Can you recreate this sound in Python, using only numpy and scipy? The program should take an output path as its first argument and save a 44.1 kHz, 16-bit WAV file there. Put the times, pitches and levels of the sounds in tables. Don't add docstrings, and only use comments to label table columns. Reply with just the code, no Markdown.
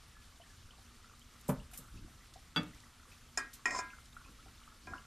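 import sys
import numpy as np
from scipy import signal
from scipy.io import wavfile

SR = 44100
rng = np.random.default_rng(int(sys.argv[2]) if len(sys.argv) > 2 else 0)


def dump_mix(stems):
    frames = np.atleast_2d(stems).T
    limited = np.clip(frames, -1, 1)
    pcm = np.round(limited * 32767).astype(np.int16)
    wavfile.write(sys.argv[1], SR, pcm)


N = 223194

# frequency in Hz, relative density in dB.
HISS_SPECTRUM = [(65, -24), (110, 2), (183, -8.5), (243, -7.5), (351, -12.5), (584, -16.5), (972, -14),
                 (1220, -10), (2290, -16), (2980, -14), (5380, -15.5), (10500, -22), (14300, -28.5)]
RUMBLE_SPECTRUM = [(11, -27), (18, -1), (48, 1.5), (70, -0.5), (97, -5), (140, -23), (180, -32),
                   (310, -120)]
# frequency in Hz, side level against mid in dB.
STEREO_WIDTH = [(100, -54), (2500, -51), (4000, -78), (6500, -5.5), (12000, -6.5)]
# start in seconds, hold in seconds, dB.
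RUMBLE_SWELLS = [(.65, 0.024, -52.5), (1.55, 0.11, -54.5), (1.97, 0.072, -50), (3.23, 0.017, -61),
                 (4.48, .03, -57), (4.87, 0.066, -55.5)]
# start in seconds, dB before filtering, centre in Hz, t60 in seconds.
RUSTLES = [(1.1936, -55, 8370, 0.033), (1.337, -52.5, 5270, 0.03), (1.411, -52, 9400, 0.032),
           (1.481, -43.5, 11000, 0.1), (1.49, -37.5, 11400, 0.12), (1.713, -56.5, 10000, 0.15),
           (1.734, -49, 9500, 0.38), (1.735, -45.5, 2280, 0.16), (1.775, -39.5, 10300, 0.095),
           (2.337, -47.5, 5070, 0.055), (2.6318, -48, 7450, 0.019), (2.7468, -49, 4750, 0.031),
           (2.803, -46, 5290, 0.02), (3.531, -48, 4560, 0.18), (3.535, -45.5, 11100, 0.12),
           (4.056, -49, 4920, 0.048), (4.8698, -44.5, 3740, 0.02)]
# start in seconds, peak in dB, t60 in seconds.
TINGS = [(0.152, -62.5, 0.49), (0.498, -63, 0.17)]
# start in seconds, level in dB, pitch in Hz, t60 in seconds.
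PLOPS = [(.167, -46, 1220, 0.022), (.399, -51, 654, 0.074), (.413, -53, 2900, 0.077),
         (.435, -56, 1720, 0.044), (.5, -60, 1560, 0.027), (.688, -59, 1390, 0.026),
         (.707, -42, 2920, 0.026), (.785, -55.5, 730, 0.045), (1.042, -51, 1290, 0.056),
         (1.095, -44, 1300, 0.02), (1.215, -57, 3060, 0.071), (1.597, -50, 2690, 0.04),
         (1.728, -53, 702, 0.079), (1.885, -50, 1340, 0.024), (1.973, -54.5, 2510, 0.049),
         (2.08, -53, 670, 0.033), (2.207, -55, 1880, 0.045), (2.358, -45.5, 708, 0.065),
         (2.548, -52, 1328, 0.036), (2.733, -49, 1890, .025), (2.835, -49.5, 1800, 0.032),
         (3.497, -45, 1280, 0.016), (2.997, -52, 1300, 0.026), (3.031, -50, 1360, 0.036),
         (3.117, -53.5, 2460, 0.065), (3.902, -38, 2410, 0.018), (3.933, -39, 1346, 0.024),
         (3.955, -55, 1300, 0.012), (3.985, -38.5, 1270, 0.017), (4.129, -45, 3500, 0.018),
         (4.166, -34.5, 1312, 0.029), (4.208, -56, 1406, 0.054), (4.245, -56, 2460, 0.16),
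         (4.258, -52.5, 1026, 0.043), (4.282, -53, 1320, 0.055), (4.388, -50.5, 1195, 0.043),
         (4.46, -55, 730, 0.063), (4.482, -50, 1300, .03), (4.578, -49, 3340, 0.022),
         (4.613, -52, 1350, 0.032), (4.636, -50, 2800, 0.019), (4.676, -47, 1197, .04),
         (4.927, -42.5, 706, 0.04), (4.935, -27.5, 1335, 0.03), (4.953, -45, 1010, 0.033),
         (4.98, -48, 2770, .03)]
FAINT_PLOP_HZ = [740, 1250, 1380, 1854, 2770]

# pitch in Hz, gain in dB, t60 in seconds.
COUNTER_MODES = [(170, 3, 0.03), (135, -5, 0.3), (165, -18, 0.2), (251, -1, 0.08), (377, -10, 0.08),
                 (470, -3, 0.08), (585, 4, 0.045), (721, -12, .1), (915, 0, 0.08), (1023, -17, 0.2),
                 (1120, -10, 0.13), (1254, -14, .15), (2360, -4.5, 0.02)]
SPATULA_MODES = [(200, 6, 0.015), (161.5, 8, 0.11), (240, 6, 0.17), (303.4, 1, 0.25), (473, -2.5, 0.2),
                 (710, -38, 0.18), (910, 6, 0.07), (1230, 8, 0.069), (1484, 13.5, 0.058), (1850, -9, 0.061),
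                 (1905, 5.5, 0.05), (2229, 1, .12), (2668, 8, .11), (3382, 15, .075), (4687, 9, .085),
                 (3440, 6, .06), (6140, -7, 0.085), (8000, -9, .04), (10300, -11, .04)]
POT_MODES = [(249, -8.5, 0.37), (405, -5.5, 0.19), (740, 3, 0.071), (958, -10, .33), (1013, 0, .32),
             (1114, -14, .28), (1324, -18, .4), (1386, -7, .32), (1631, -1, .53), (1885, 0, .36),
             (2095, -21, .6), (2284, -16, .7), (2296, -21, .5), (2440, 0, .07), (2560, -18, .25),
             (3110, -27, 0.26), (3620, -24.5, 0.2), (4310, -22, 0.14), (4970, -15, 0.18), (5160, 0, 0.047),
             (5290, 1.5, 0.032), (5400, -3.5, 0.046), (6810, 0, 0.035), (6350, -4, 0.032),
             (7170, -1.5, 0.035), (7320, -1, 0.036), (8260, -46, 0.029), (8760, -10, 0.02)]
# band in Hz, gain in dB, t60 in seconds.
COUNTER_BLUR = [(101, -10, 0.36), (203, -2.5, 0.095), (462, -3, 0.12), (920, -7.5, 0.14),
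                (1640, -10.5, 0.064), (3500, -1.5, 0.063)]
SPATULA_BLUR = [(97, -7, 0.5), (222, -7.5, 0.32), (496, -6.5, 0.24), (1090, -4, 0.19), (1630, 0, 0.12),
                (2800, -9, 0.36), (6000, -8.5, 0.14), (11000, -5.5, 0.1)]
POT_BLUR = [(287, -15, 0.5), (595, -8, 0.063), (883, -8, 0.09), (1300, -13, 0.2), (1880, -30, 0.056),
            (2230, -22, 0.15), (3960, -29, .1), (6100, -8, 0.11), (9500, -30, 0.03), (13000, -24, .02)]
# start in seconds, strength in dB, contact in milliseconds.
BOWL_BLOWS = [(1.4882, -27.5, 0.67), (1.4936, -33.5, 0.2), (1.503, -52, 0.11), (1.52, -45, 0.21),
              (1.541, -42, 2.5), (1.6, -58, 0.79), (1.787, -52.5, 1)]
SPATULA_BOUNCES = [(2.5612, -44.5, 0.032), (2.564, -51.5, 0.14), (2.568, -46, 0.075), (2.575, -44, 0.11),
                   (2.58, -50, 0.18), (2.591, -45, 0.79), (2.63, -56.5, 0.54)]
# start in seconds, hold in seconds, level in dB.
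BOWL_PUSHES = [(1.79, 0.0044, -67), (1.83, 0.017, -65), (1.96, 0.065, -54.5)]
STIRS = [(4.29, 0.0075, -61), (4.45, 0.015, -65.5), (4.696, .005, -79), (4.882, 0.075, -59)]
# start in seconds, share of the pot's ring time left, seconds until the ladle
# settles, pitch in Hz of the mode struck at its still point, strength in dB, favoured pitch in Hz,
# fall-off from it in dB per octave, treble strength in dB.
LADLE_KNOCKS = [(3.3742, 0.69, 0.1, 1013, -36.5, 1600, 3.5, -31),
                (3.384, 0.17, 0.099, 1631, -29, 1350, 30, -65),
                (3.6563, 0.34, 0.22, 1631, -22.5, 1830, 17, -38),
                (3.708, 0.37, .09, 1631, -31, 1885, 54, -47),
                (3.747, 0.16, 0.067, 1631, -29.5, 1060, 23, -48),
                (3.762, 0.37, .1, 1631, -34, 1060, 25, -47), (3.787, 0.49, .1, 1885, -40, 404, 30, -58),
                (3.789, 0.89, 0.15, 1885, -35, 1200, 10.5, -42),
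                (4.872, 1, 0.12, 1885, -47.5, 1610, 4.5, -71)]
# time in seconds, force in dB, favoured pitch in Hz, treble force in dB.
LADLE_STROKES = [
    [(3.67, -75.5, 760, -80), (3.71, -69, 706, -78.5), (3.74, -61.5, 650, -72.5), (3.77, -78, 700, -72),
     (3.796, -69, 404, -69.5), (3.815, -86, 397, -94)],
    [(4.88, -81, 700, -97), (4.95, -82.5, 1000, -100), (5.0, -93, 814, -99)],
]
LADLE_FROM_HZ = 2000


def amp(db):
    return 10 ** (np.asarray(db, float) / 20)


def rms_one(x):
    return x / np.sqrt(np.mean(x ** 2) + 1e-20)


def at_hz(points, hz):
    pitches, levels = np.transpose(points)
    return np.interp(np.log(hz), np.log(pitches), levels)


def filtered(x, order, hz, kind):
    return signal.sosfilt(signal.butter(order, hz, kind, fs=SR, output="sos"), x)


def stereo(mid, side, hz):
    return mid + amp(at_hz(STEREO_WIDTH, hz)) * side * [[1], [-1]]


def drift(rate_hz):
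    step = 40
    pole = np.exp(-2 * np.pi * step * rate_hz / SR)
    slow = signal.lfilter([1], [1, -2 * pole, pole * pole], rng.standard_normal(N // step + 2002))[2000:]
    return np.interp(np.arange(N) / step, np.arange(len(slow)), rms_one(slow))


def swells(rows, rise_s, fall_s):
    t = np.arange(N) / SR
    return sum(amp(db - 30 * np.maximum((s - t) / rise_s, 0) - 30 * np.maximum((t - s - hold) / fall_s, 0))
               for s, hold, db in rows)


def grit(per_s, spread_db):
    sizes = amp(spread_db * np.minimum(rng.exponential(1, N), 5)) * rng.choice([-1, 1], N)
    return rms_one(sizes * (rng.random(N) < per_s / SR))


def blows(rows):
    force = np.zeros(N)
    for s, db, ms in rows:
        pulse = np.hanning(max(round(ms * SR / 500), 1) + 2)[1:-1]
        at = round(s * SR)
        force[at:at + len(pulse)] += amp(db) * pulse / pulse.sum()
    return force


def ring(force, hz, t60):
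    pole = np.exp(-np.log(1000) / (max(t60, 1e-3) * SR))
    angle = 2 * np.pi * hz / SR
    return signal.lfilter([0, np.sin(angle)], [1, -2 * pole * np.cos(angle), pole * pole], force + 1e-18)


def pings(clicks, pitches, cycles):
    dealt = rng.integers(0, len(pitches), N)
    return rms_one(sum(ring(clicks * (dealt == k), hz, cycles / hz) for k, hz in enumerate(pitches)))


def blur(force, bands):
    t = np.arange(SR // 2) / SR
    response = 0
    for (hz, db, t60), white in zip(bands, rng.standard_normal((len(bands), len(t)))):
        band = filtered(white, 2, [hz / 1.164, min(hz * 1.416, .45 * SR)], "band")
        response += rms_one(band) * amp(db - 60 * t / t60)
    return signal.fftconvolve(force, response)[:len(force)]


def body(force, modes, bands=()):
    clear = sum((-1) ** k * amp(db) * ring(force, hz, t60) for k, (hz, db, t60) in enumerate(modes))
    return clear + blur(force, bands) if bands else clear


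def banded_noise(spectrum, flicker_db):
    out, together = 0, drift(8)
    edges = 14 * 2 ** np.arange(0, 10.4, 1 / 3)
    white = rng.standard_normal((2, 2, N + SR))
    for k, (low, high) in enumerate(zip(edges, edges[1:])):
        hz = np.sqrt(low * high)
        if spectrum[0][0] < hz < spectrum[-1][0] * 1.2:
            mid, side = filtered(white[k % 2], 2, [low, high], "band")[:, SR:]
            gain = amp(at_hz(spectrum, hz) + flicker_db * (0.44 * together + drift(25)))
            out += gain * stereo(mid, side, hz)
    return rms_one(out)


def room_tone(hiss_db=-62.5, rumble_db=-61.5, hum_db=-73):
    hum = rms_one(ring(rng.standard_normal(N), hz=239.5, t60=0.184))
    shaken = np.hypot(amp(rumble_db), swells(RUMBLE_SWELLS, rise_s=0.12, fall_s=0.1))
    rumble = shaken * banded_noise(RUMBLE_SPECTRUM, flicker_db=0.5)
    hiss = banded_noise(HISS_SPECTRUM, flicker_db=1.41)
    return amp(hiss_db) * hiss + rumble + amp(hum_db) * hum


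def kitchen_echo(near, t60=0.26, treble_t60=0.016):
    t = np.arange(SR // 2) / SR
    white = rng.standard_normal((2, len(t))) * (t > .004)
    mid, side = filtered(white, 2, 3000, "high")
    low = filtered(white[0], 4, 2400, "low") * amp(-60 * t / t60)
    echoes = low + (mid + 0.028 * side * [[1], [-1]]) * amp(-60 * t / treble_t60)
    echoes /= np.sqrt(np.sum(echoes[0] ** 2))
    return signal.fftconvolve(near[None], echoes, axes=1)[:, :N]


def rustles(octaves=0.61):
    out, t = np.zeros((2, N)), np.arange(SR // 5) / SR
    noise = rng.standard_normal((len(RUSTLES), 2, len(t)))
    for (s, db, hz, t60), white in zip(RUSTLES, noise):
        edges = [hz / 2 ** octaves, min(hz * 2 ** octaves, .45 * SR)]
        mid, side = filtered(white, 2, edges, "band") * amp(db - 60 * t / t60)
        at = round(s * SR)
        out[:, at:at + len(t)] += stereo(mid, side, hz)[:, :N - at]
    return out


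def tings(hz=1710):
    return sum(ring(amp(db) * (np.arange(N) == round(s * SR)), hz, t60) for s, db, t60 in TINGS)


def sizzle(per_s=1900, clump_db=3.5, level_db=-75):
    grains = grit(per_s * amp(clump_db * drift(3.4)), spread_db=4)
    return amp(level_db) * pings(grains, np.geomspace(1950, 11000, 12), cycles=27)


def simmer(per_s=250, clump_db=5.7, level_db=-73.5):
    bursts = grit(per_s * amp(clump_db * drift(4.6)), spread_db=4.5)
    return amp(level_db) * pings(bursts, np.geomspace(1096, 1405, 10), cycles=32)


def faint_plops(count=16, level_db=-60, spread_db=3, detune=0.12, t60=0.03):
    for when, size, kind, offset in rng.random((count, 4)):
        hz = FAINT_PLOP_HZ[int(kind * len(FAINT_PLOP_HZ))] * (1 + detune * (2 * offset - 1))
        yield when * (N - 1) / SR, level_db + spread_db * (2 * size - 1), hz, t60


def plops(swell_s=0.0011, glide=0.2, film_depth=0.34):
    rows = [*PLOPS, *faint_plops()]
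    out, t = np.zeros(N), np.arange(SR // 5) / SR
    shakes = rms_one(signal.lfilter([1], [1, -1.9, .9025], rng.standard_normal((len(rows), len(t)))))
    for (s, db, hz, t60), film in zip(rows, shakes):
        tone = np.sin(2 * np.pi * hz * t * (1 + glide * t / t60))
        envelope = amp(db - 60 * t / t60) * (1 - np.exp(-t / swell_s)) ** 2
        at = round(s * SR)
        out[at:at + len(t)] += (tone * envelope * (1 + film_depth * film))[:N - at]
    return out


def stirring():
    slops = filtered(grit(per_s=150, spread_db=1.5), 2, [190, 340], "band")
    return rms_one(slops) * swells(STIRS, rise_s=0.1, fall_s=0.074)


def bowl():
    friction = filtered(grit(per_s=280, spread_db=6), 4, [110, 330], "band")
    slide = rms_one(friction) * swells(BOWL_PUSHES, rise_s=0.041, fall_s=0.12)
    return body(blows(BOWL_BLOWS), COUNTER_MODES, COUNTER_BLUR) + slide


def spatula():
    return body(blows(SPATULA_BOUNCES), SPATULA_MODES, SPATULA_BLUR)


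def contact(hz, db, favoured_hz, db_per_octave, treble_db):
    if hz > 3000:
        return treble_db
    return db - np.minimum(db_per_octave * np.abs(np.log2(hz / favoured_hz)), 18)


def pressed_modes(share):
    return [(hz, db, t60 * (share if hz < LADLE_FROM_HZ else 1)) for hz, db, t60 in POT_MODES]


def ladle_knocks(stilled_t60=0.026, still_point_db=17):
    out, t = np.zeros(N + SR), np.arange(SR) / SR
    click = signal.unit_impulse(SR)
    for s, share, settle_s, spared_hz, *strike in LADLE_KNOCKS:
        pot, steel = [], []
        for hz, db, t60 in pressed_modes(share):
            spared = abs(hz / spared_hz - 1) < .06
            level_db = db + contact(hz, *strike) - still_point_db * spared
            (pot if hz < LADLE_FROM_HZ else steel).append((hz, level_db, t60))
        bands = [(hz, db + contact(hz, *strike), t60) for hz, db, t60 in POT_BLUR]
        stilled = amp(-60 * np.maximum(t - settle_s, 0) / stilled_t60)
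        out[round(s * SR):][:SR] += stilled * body(click, pot, bands) + body(click, steel)
    return out[:N]


def ladle_scrapes(rub, db_per_octave=14):
    out, t = np.zeros(N), np.arange(N) / SR
    for stroke in LADLE_STROKES:
        times, *columns = np.transpose(stroke)
        db, favoured_hz, treble_db = (np.interp(t, times, column) for column in columns)
        force = rub * (t > times[0]) * (t < times[-1])
        for resonate, rows in ((body, pressed_modes(share=0.37)), (blur, POT_BLUR)):
            for row in rows:
                drive_db = contact(row[0], db, favoured_hz, db_per_octave, treble_db)
                out += resonate(force * amp(drive_db), [row])
    return out


def ladle():
    rub = filtered(grit(per_s=4000, spread_db=3), 4, 8100, "low")
    return ladle_knocks() + ladle_scrapes(rub)


def scene(echo_db=-16):
    near = bowl() + spatula() + ladle() + stirring() + plops() + tings() + simmer() + sizzle()
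    return near + amp(echo_db) * kitchen_echo(near) + rustles() + room_tone()


def record(dry, stop_hz=14700):
    return signal.sosfilt(signal.cheby2(14, 60, stop_hz, fs=SR, output="sos"), dry)


dry = scene()
out = record(dry)
dump_mix(out)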